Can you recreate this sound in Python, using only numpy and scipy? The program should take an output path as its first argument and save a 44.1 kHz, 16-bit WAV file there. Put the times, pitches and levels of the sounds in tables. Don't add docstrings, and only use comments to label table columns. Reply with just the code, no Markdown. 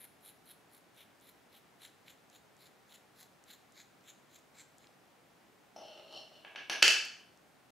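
import sys
import numpy as np
from scipy import signal
from scipy.fft import rfft, irfft, next_fast_len
from scipy.io import wavfile
from scipy.ndimage import uniform_filter1d

SR = 44100
rng = np.random.default_rng(int(sys.argv[2]) if len(sys.argv) > 2 else 0)


def put_to_file(sound):
    columns = np.atleast_2d(sound).T
    safe = np.clip(columns, -1, 1)
    whole_steps = np.round(safe * 32767)
    wavfile.write(sys.argv[1], SR, whole_steps.astype(np.int16))


def magnitude_from_level(level_db):
    exponent = np.asarray(level_db, float) / 20
    return 10 ** exponent


N = 340011


def on_log(points, hz):
    f, v = np.transpose(points)
    return np.interp(np.log(np.maximum(hz, 1)), np.log(f), v)


def level(x, db):
    return x * magnitude_from_level(db) / np.sqrt(np.mean(x ** 2))


def add(out, start_s, sound):
    i = int(start_s * SR)
    out[i:i + len(sound)] += sound[:N - i]


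def wander(per_s):
    return np.interp(np.arange(N) / SR * per_s, np.arange(100), rng.standard_normal(100))


def ring(x, modes, patchy_db, per_s):
    total = 0
    for k, (hz, width, db) in enumerate(modes):
        mode = signal.lfilter(*signal.iirpeak(hz, hz / width, SR), x)
        total = total + (-1) ** k * magnitude_from_level(db + patchy_db * wander(per_s)) * mode
    return level(total, 0)


def crackle(per_s, spread_db):
    size = magnitude_from_level(spread_db * rng.exponential(1, N).clip(0, 2))
    return (rng.random(N) < per_s / SR) * rng.choice([-1, 1], N) * size


def rattle(t, contact):
    blow = rng.standard_normal(len(t))
    for _ in range(8):
        spectrum = rfft(np.sign(blow) * np.sqrt(np.abs(blow)) * np.exp(-t / contact / 2))
        blow = irfft(spectrum / np.abs(spectrum))
    return blow * (t < 5 * contact)


def causal(db):
    cep = irfft(db * np.log(10) / 20)
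    cep[1:len(cep) // 2] *= 2
    cep[len(cep) // 2 + 1:] = 0
    return irfft(np.exp(rfft(cep)))


# pitch_hz, density_db (per Hz)
AIR_COLOUR = [(15, -69.5), (25, -45), (50, -12.5), (99, -5.5), (125, -0.5), (270, 0.5), (520, -2),
              (680, -2), (770, -0.5), (900, -4.5), (2000, -8.5), (4140, -16), (7110, -19.5), (16000, -25)]
# pitch_hz, side_minus_mid_db
AIR_WIDTH = [(60, 0.5), (110, -8), (200, -4), (380, -4.5), (700, -5), (1290, -4), (2380, -5), (4400, -5),
             (8120, -7.5), (15000, -6)]


def air():
    air_db, pan_db = -65.5, 0.5
    size = next_fast_len(N)
    hz = np.arange(size // 2 + 1) * SR / size
    mid, side = rfft(rng.standard_normal((2, size))) * magnitude_from_level(on_log(AIR_COLOUR, hz))
    scale = magnitude_from_level(air_db) / np.sqrt(np.mean(irfft(mid, size) ** 2))
    side = side * magnitude_from_level(on_log(AIR_WIDTH, hz))
    both = irfft(mid + side * np.array([[1], [-1]]), size)[:, :N]
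    return scale * both * magnitude_from_level(np.array([[pan_db], [-pan_db]]) / 2)


# pitch_hz, t60_s
ROOM_DECAY = [(150, 0.5), (400, 0.46), (1000, 0.56), (3000, 0.52), (7000, 0.5), (13000, 0.35)]


def walls():
    fill_s, side_db = 0.0092, -9.5
    t = np.arange(SR) / SR
    hz = np.arange(SR // 2 + 1)
    white, tail = rfft(rng.standard_normal((2, SR))), 0
    for centre in 90 * 2 ** np.arange(0, 8, .5):
        octaves = np.log2(np.maximum(hz, 1) / centre)
        band = irfft(white * np.cos(np.pi * np.clip(octaves, -.5, .5)) ** 2)
        tail = tail + band * magnitude_from_level(-60 * t / on_log(ROOM_DECAY, centre))
    tail = tail * (1 - np.exp(-t / fill_s))
    mid, side = tail / np.sqrt(np.sum(tail[0] ** 2))
    return mid + magnitude_from_level(side_db) * side * np.array([[1], [-1]])


def room(sources):
    direct = sum(x * magnitude_from_level(np.array([[pan_db], [-pan_db]]) / 2) for x, wet_db, pan_db in sources)
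    sent = sum(x * magnitude_from_level(wet_db) for x, wet_db, pan_db in sources)
    return direct + signal.fftconvolve(sent[None], walls(), axes=1)[:, :N]


def thud():
    start_s, level_db, pitch_hz, fade_s = 6.824, -69, 30, 0.012
    t = np.maximum(np.arange(N) / SR - start_s, 0)
    return magnitude_from_level(level_db) * np.sin(2 * np.pi * pitch_hz * t) * np.exp(-t / fade_s)


def knocks(table, slope, rings):
    out, hz, t = np.zeros(N), np.arange(1025) * SR / 2048, np.arange(1024) / SR
    colour = on_log(slope, hz)
    for f, width, db in rings:
        colour = colour + db / (1 + (2 * (hz - f) / width) ** 2)
    for start_s, peak_db, thud_db, edge_db, contact_s in table:
        bright_db = 0.55 * edge_db
        tilt = on_log([(900, thud_db), (1500, 0.005), (3200, 0.0054),
                       (5600, bright_db), (6600, bright_db), (9000, edge_db)], hz)
        knock = np.convolve(rattle(t, max(contact_s, .0005)), causal(colour + tilt))
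        add(out, start_s, knock * magnitude_from_level(peak_db) / np.abs(knock).max())
    return out


# start_s, peak_db, thud_db, edge_db, contact_s
LIGHT_KNOCKS = [
    (5.763, -45, 23, 12, 0.0027),
    (6.448, -39, 4, -32, 0.0021),
    (6.55, -40, 12, -40, 0.0019),
    (6.559, -30, -3.5, -14, 0.0032),
    (6.697, -22.5, 1, 4, 0.0043),
]
LIGHT_ECHOES = [(6.729, -33, 0, 4, .003), (6.756, -30, -4, -6, .003)]
# pitch_hz, density_db (per Hz)
LIGHT_SLOPE = [(70, -36.5), (330, -11), (1250, -9), (1950, -10.5), (2900, -1), (3800, -9), (5000, -12),
               (6000, -7), (7000, -27), (7800, -34.5), (8500, -24.5), (9600, -36), (10700, -20.5),
               (13000, -40)]
# pitch_hz, width_hz, level_db
LIGHT_MODES = [(720, 180, 6.6), (1670, 180, 14.3), (2262, 130, 9.9), (2635, 80, 3.5), (3000, 120, 2.3),
               (4400, 150, 5.5)]


def light_knocks(table):
    return knocks(table, LIGHT_SLOPE, LIGHT_MODES)


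# start_s, peak_db, thud_db, edge_db, contact_s
CLACK_BLOWS = [
    (6.8232, -17, 3, -3, .0012),
    (6.8254, -4.5, 0, 0, .0035),
    (6.879, -10, -2, 4, .003),
]
CLACK_WALLS = [(6.8415, -16, 0, 3, .002), (6.852, -19, 0, 6, .002), (6.905, -21, 0, 6, .002)]
# pitch_hz, density_db (per Hz)
CLACK_SLOPE = [(70, -44), (450, -14.5), (1100, -19.5), (1500, -7), (2000, -9.5), (2600, -1.5), (3150, -5),
               (3800, -14.5), (4500, -6), (6100, -11.5), (7500, -16.5), (8700, -24.5), (12500, -30.5),
               (16000, -48.5)]
# pitch_hz, width_hz, level_db
CLACK_MODES = [(1702, 90, 4.5), (2636, 36, 8.3), (2980, 50, 7), (3025, 45, 8.3), (4440, 200, 4.9),
               (5290, 80, 1.4)]


def clack(table):
    return knocks(table, CLACK_SLOPE, CLACK_MODES)


# start_s, pressure_db, lean_on_shell_db
DRAG_PATH = [(5.762, -49, -13.5), (5.79, -51.5, -8), (5.94, -56, 0), (6.0, -51.5, -5), (6.04, -65, 2),
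             (6.13, -50, -4), (6.172, -53, 6.5), (6.215, -65, 1), (6.3, -80, -3)]
LAST_SCRAPE = [
    (6.3, -80, -3),
    (6.32, -54, -9.5),
    (6.368, -67, 11),
    (6.435, -77, -3),
]


def pressure():
    rim_db, squeak_db, fresh_db, fresh_fade_s = -5, -12, 21, 0.072
    t, gain = np.arange(N) / SR, 0
    fresh = fresh_db * np.exp(-np.maximum(t - DRAG_PATH[0][0], 0) / fresh_fade_s)
    for table in (DRAG_PATH, LAST_SCRAPE):
        s, db, lean = np.transpose(table)
        desk = np.interp(t, s, db, -200, -200)
        shell = desk + np.interp(t, s, lean)
        gain = gain + magnitude_from_level(np.array([shell, desk, shell + rim_db, shell + squeak_db + fresh]))
    return gain


# pitch_hz, width_hz, level_db
SHELL_MODES = [(3040, 120, 6), (2770, 200, -0.5), (3360, 300, -8)]
DESK_MODES = [(280, 95, -8.5), (388, 60, -3.5), (616, 64, 4.5), (807, 120, -1.5), (1270, 210, -12.5)]
RIM_MODES = [(4230, 220, -5.5), (3700, 300, -11.5)]
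SQUEAK_MODES = [(5220, 220, 4), (5790, 350, 1.5)]


def drag():
    drive = level(crackle(per_s=540, spread_db=5.5), 0) + magnitude_from_level(-2) * rng.standard_normal(N)
    out = 0
    for gain, modes in zip(pressure(), (SHELL_MODES, DESK_MODES, RIM_MODES, SQUEAK_MODES)):
        out = out + magnitude_from_level(-6.0) * gain * ring(drive, modes, patchy_db=1.8, per_s=8)
    return signal.sosfilt(signal.butter(2, 210, "high", fs=SR, output="sos"), out)


# start_s, peak_db, pitch_hz
SINGLE_TICKS = [(.2084, -58, 9000), (.4569, -56, 10000), (.946, -60, 9050), (.9644, -57, 9000),
                (1.1994, -60, 7000), (1.2112, -54, 8000), (1.5334, -62, 4050), (1.88, -57, 5000),
                (2.0805, -46, 2310), (2.2997, -51, 6660), (2.5665, -57.5, 7000), (2.6685, -52, 4000),
                (2.7794, -65, 2540), (3.4392, -50, 6900), (3.7217, -52.5, 7160), (3.817, -60, 7850),
                (4.0094, -59, 5000), (4.3894, -54, 7600), (4.783, -47.5, 7500), (4.843, -53, 2450),
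                (4.8702, -52, 4660), (4.872, -54, 3600), (4.8716, -62, 2500), (4.891, -55, 646),
                (3.5198, -51, 3620), (6.126, -48, 4300), (6.34, -58.5, 5330), (6.567, -62, 8900),
                (7.052, -46, 12000), (7.3744, -55, 6000)]


def ticks():
    out, t = np.zeros(N), np.arange(512) / SR
    for start_s, peak_db, pitch_hz in SINGLE_TICKS:
        peak = signal.iirpeak(pitch_hz, 1.8, SR)
        tick = signal.lfilter(*peak, signal.lfilter(*peak, rattle(t, contact=.0008)))
        add(out, start_s, tick * magnitude_from_level(peak_db) / np.abs(tick).max())
    return out


# bite_s, closing_s, level_db, thin_blade_ring_db, mid_blade_ring_db
CLOSING_STROKES = [(-.01, .056, -62, 3, -13), (.252, 0.033, -62.5, 8, -7), (.48, 0.032, -63, 4, -15),
                   (.735, 0.027, -65.5, 1.5, -8), (0.976, 0.048, -62.5, -5, -20),
                   (1.236, 0.059, -65, -4, -11), (1.545, 0.028, -60.5, -7.5, -18),
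                   (1.822, 0.03, -56, -7, -6.5), (2.082, .024, -59, -9.5, -4),
                   (2.335, 0.028, -63.5, -11.5, -3.5), (2.61, 0.053, -65.5, -6.5, -4.5),
                   (2.912, .04, -60.5, -8, -3.5), (3.182, 0.048, -60.5, -6, -0.5),
                   (3.492, 0.038, -56.5, -11, -6), (3.765, 0.044, -61.5, -12.5, 1),
                   (4.069, 0.033, -61, -9, 0.5), (4.328, .036, -61.5, -12, -1),
                   (4.566, 0.049, -62, -16, 1.5), (4.8, 0.042, -71, -15, -2)]
BITE_LEVEL = [-4, -11, -3.5, -6]
LINGER_LEVEL = [0.1, 4, 1.5, 1.5]


def strokes():
    approach_s, shut_s, faint_db = 0.04, 0.04, -24
    t, gain = np.arange(N) / SR, 0
    for bite_s, closing_s, level_db, thin_db, mid_db in CLOSING_STROKES:
        times = bite_s + np.cumsum([-approach_s, approach_s, closing_s, shut_s])
        tip_db = -4.5 + .6 * thin_db
        parts = []
        for part_db, bite, linger in zip((0, mid_db, thin_db, tip_db), BITE_LEVEL, LINGER_LEVEL):
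            course = level_db + part_db + np.array([faint_db, bite, 0, faint_db + linger])
            parts.append(np.interp(t, times, course, -200, -200))
        gain = gain + magnitude_from_level(parts)
    return gain


# pitch_hz, width_hz, level_db
BLADE_BODY = [(1670, 530, -5.5), (2250, 280, -1.5), (3380, 1070, -0.5), (4083, 480, 3.5), (5530, 540, -15)]
BLADE_MIDDLE = [(6340, 610, -6), (6920, 650, -1), (7500, 450, -2)]
BLADE_EDGE = [(9530, 480, -2), (10000, 550, 0), (10820, 740, 1), (11350, 570, 0.4), (12000, 780, -4)]
BLADE_TIP = [(12460, 760, 2), (13400, 600, 4), (13900, 800, 5), (14700, 800, -20)]


def scissors():
    shared, out = crackle(per_s=700, spread_db=6), 0
    for gain, modes in zip(strokes(), (BLADE_BODY, BLADE_MIDDLE, BLADE_EDGE, BLADE_TIP)):
        snaps = level(shared + crackle(per_s=900, spread_db=5), 0)
        drive = snaps + magnitude_from_level(-6) * rng.standard_normal(N)
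        out = out + magnitude_from_level(0.5) * gain * ring(drive, modes, patchy_db=2.5, per_s=6.945)
    span = int(.007 * SR)
    density = uniform_filter1d(uniform_filter1d(np.abs(shared), span), span)
    return out * level((density + 0.0017) ** .3, 0) + ticks()


def scene():
    echoes = light_knocks(LIGHT_ECHOES) + clack(CLACK_WALLS)
    sources = [(scissors(), -12, .8), (drag(), -1.5, 1.8),
               (light_knocks(LIGHT_KNOCKS), 2.5, .4), (clack(CLACK_BLOWS), -.6, -1.2)]
    return room(sources) + echoes + thud() + air()


def roll_off(x):
    return signal.sosfilt(signal.butter(12, 16480, fs=SR, output="sos"), x)


def record(dry):
    top_hz, end_s = 15650, 7.706
    cut = signal.sosfilt(signal.ellip(10, .1, 60, top_hz, fs=SR, output="sos"), dry)
    mix = cut * (np.arange(N) < end_s * SR)
    return roll_off(mix)


dry = scene()
out = record(dry)
put_to_file(out)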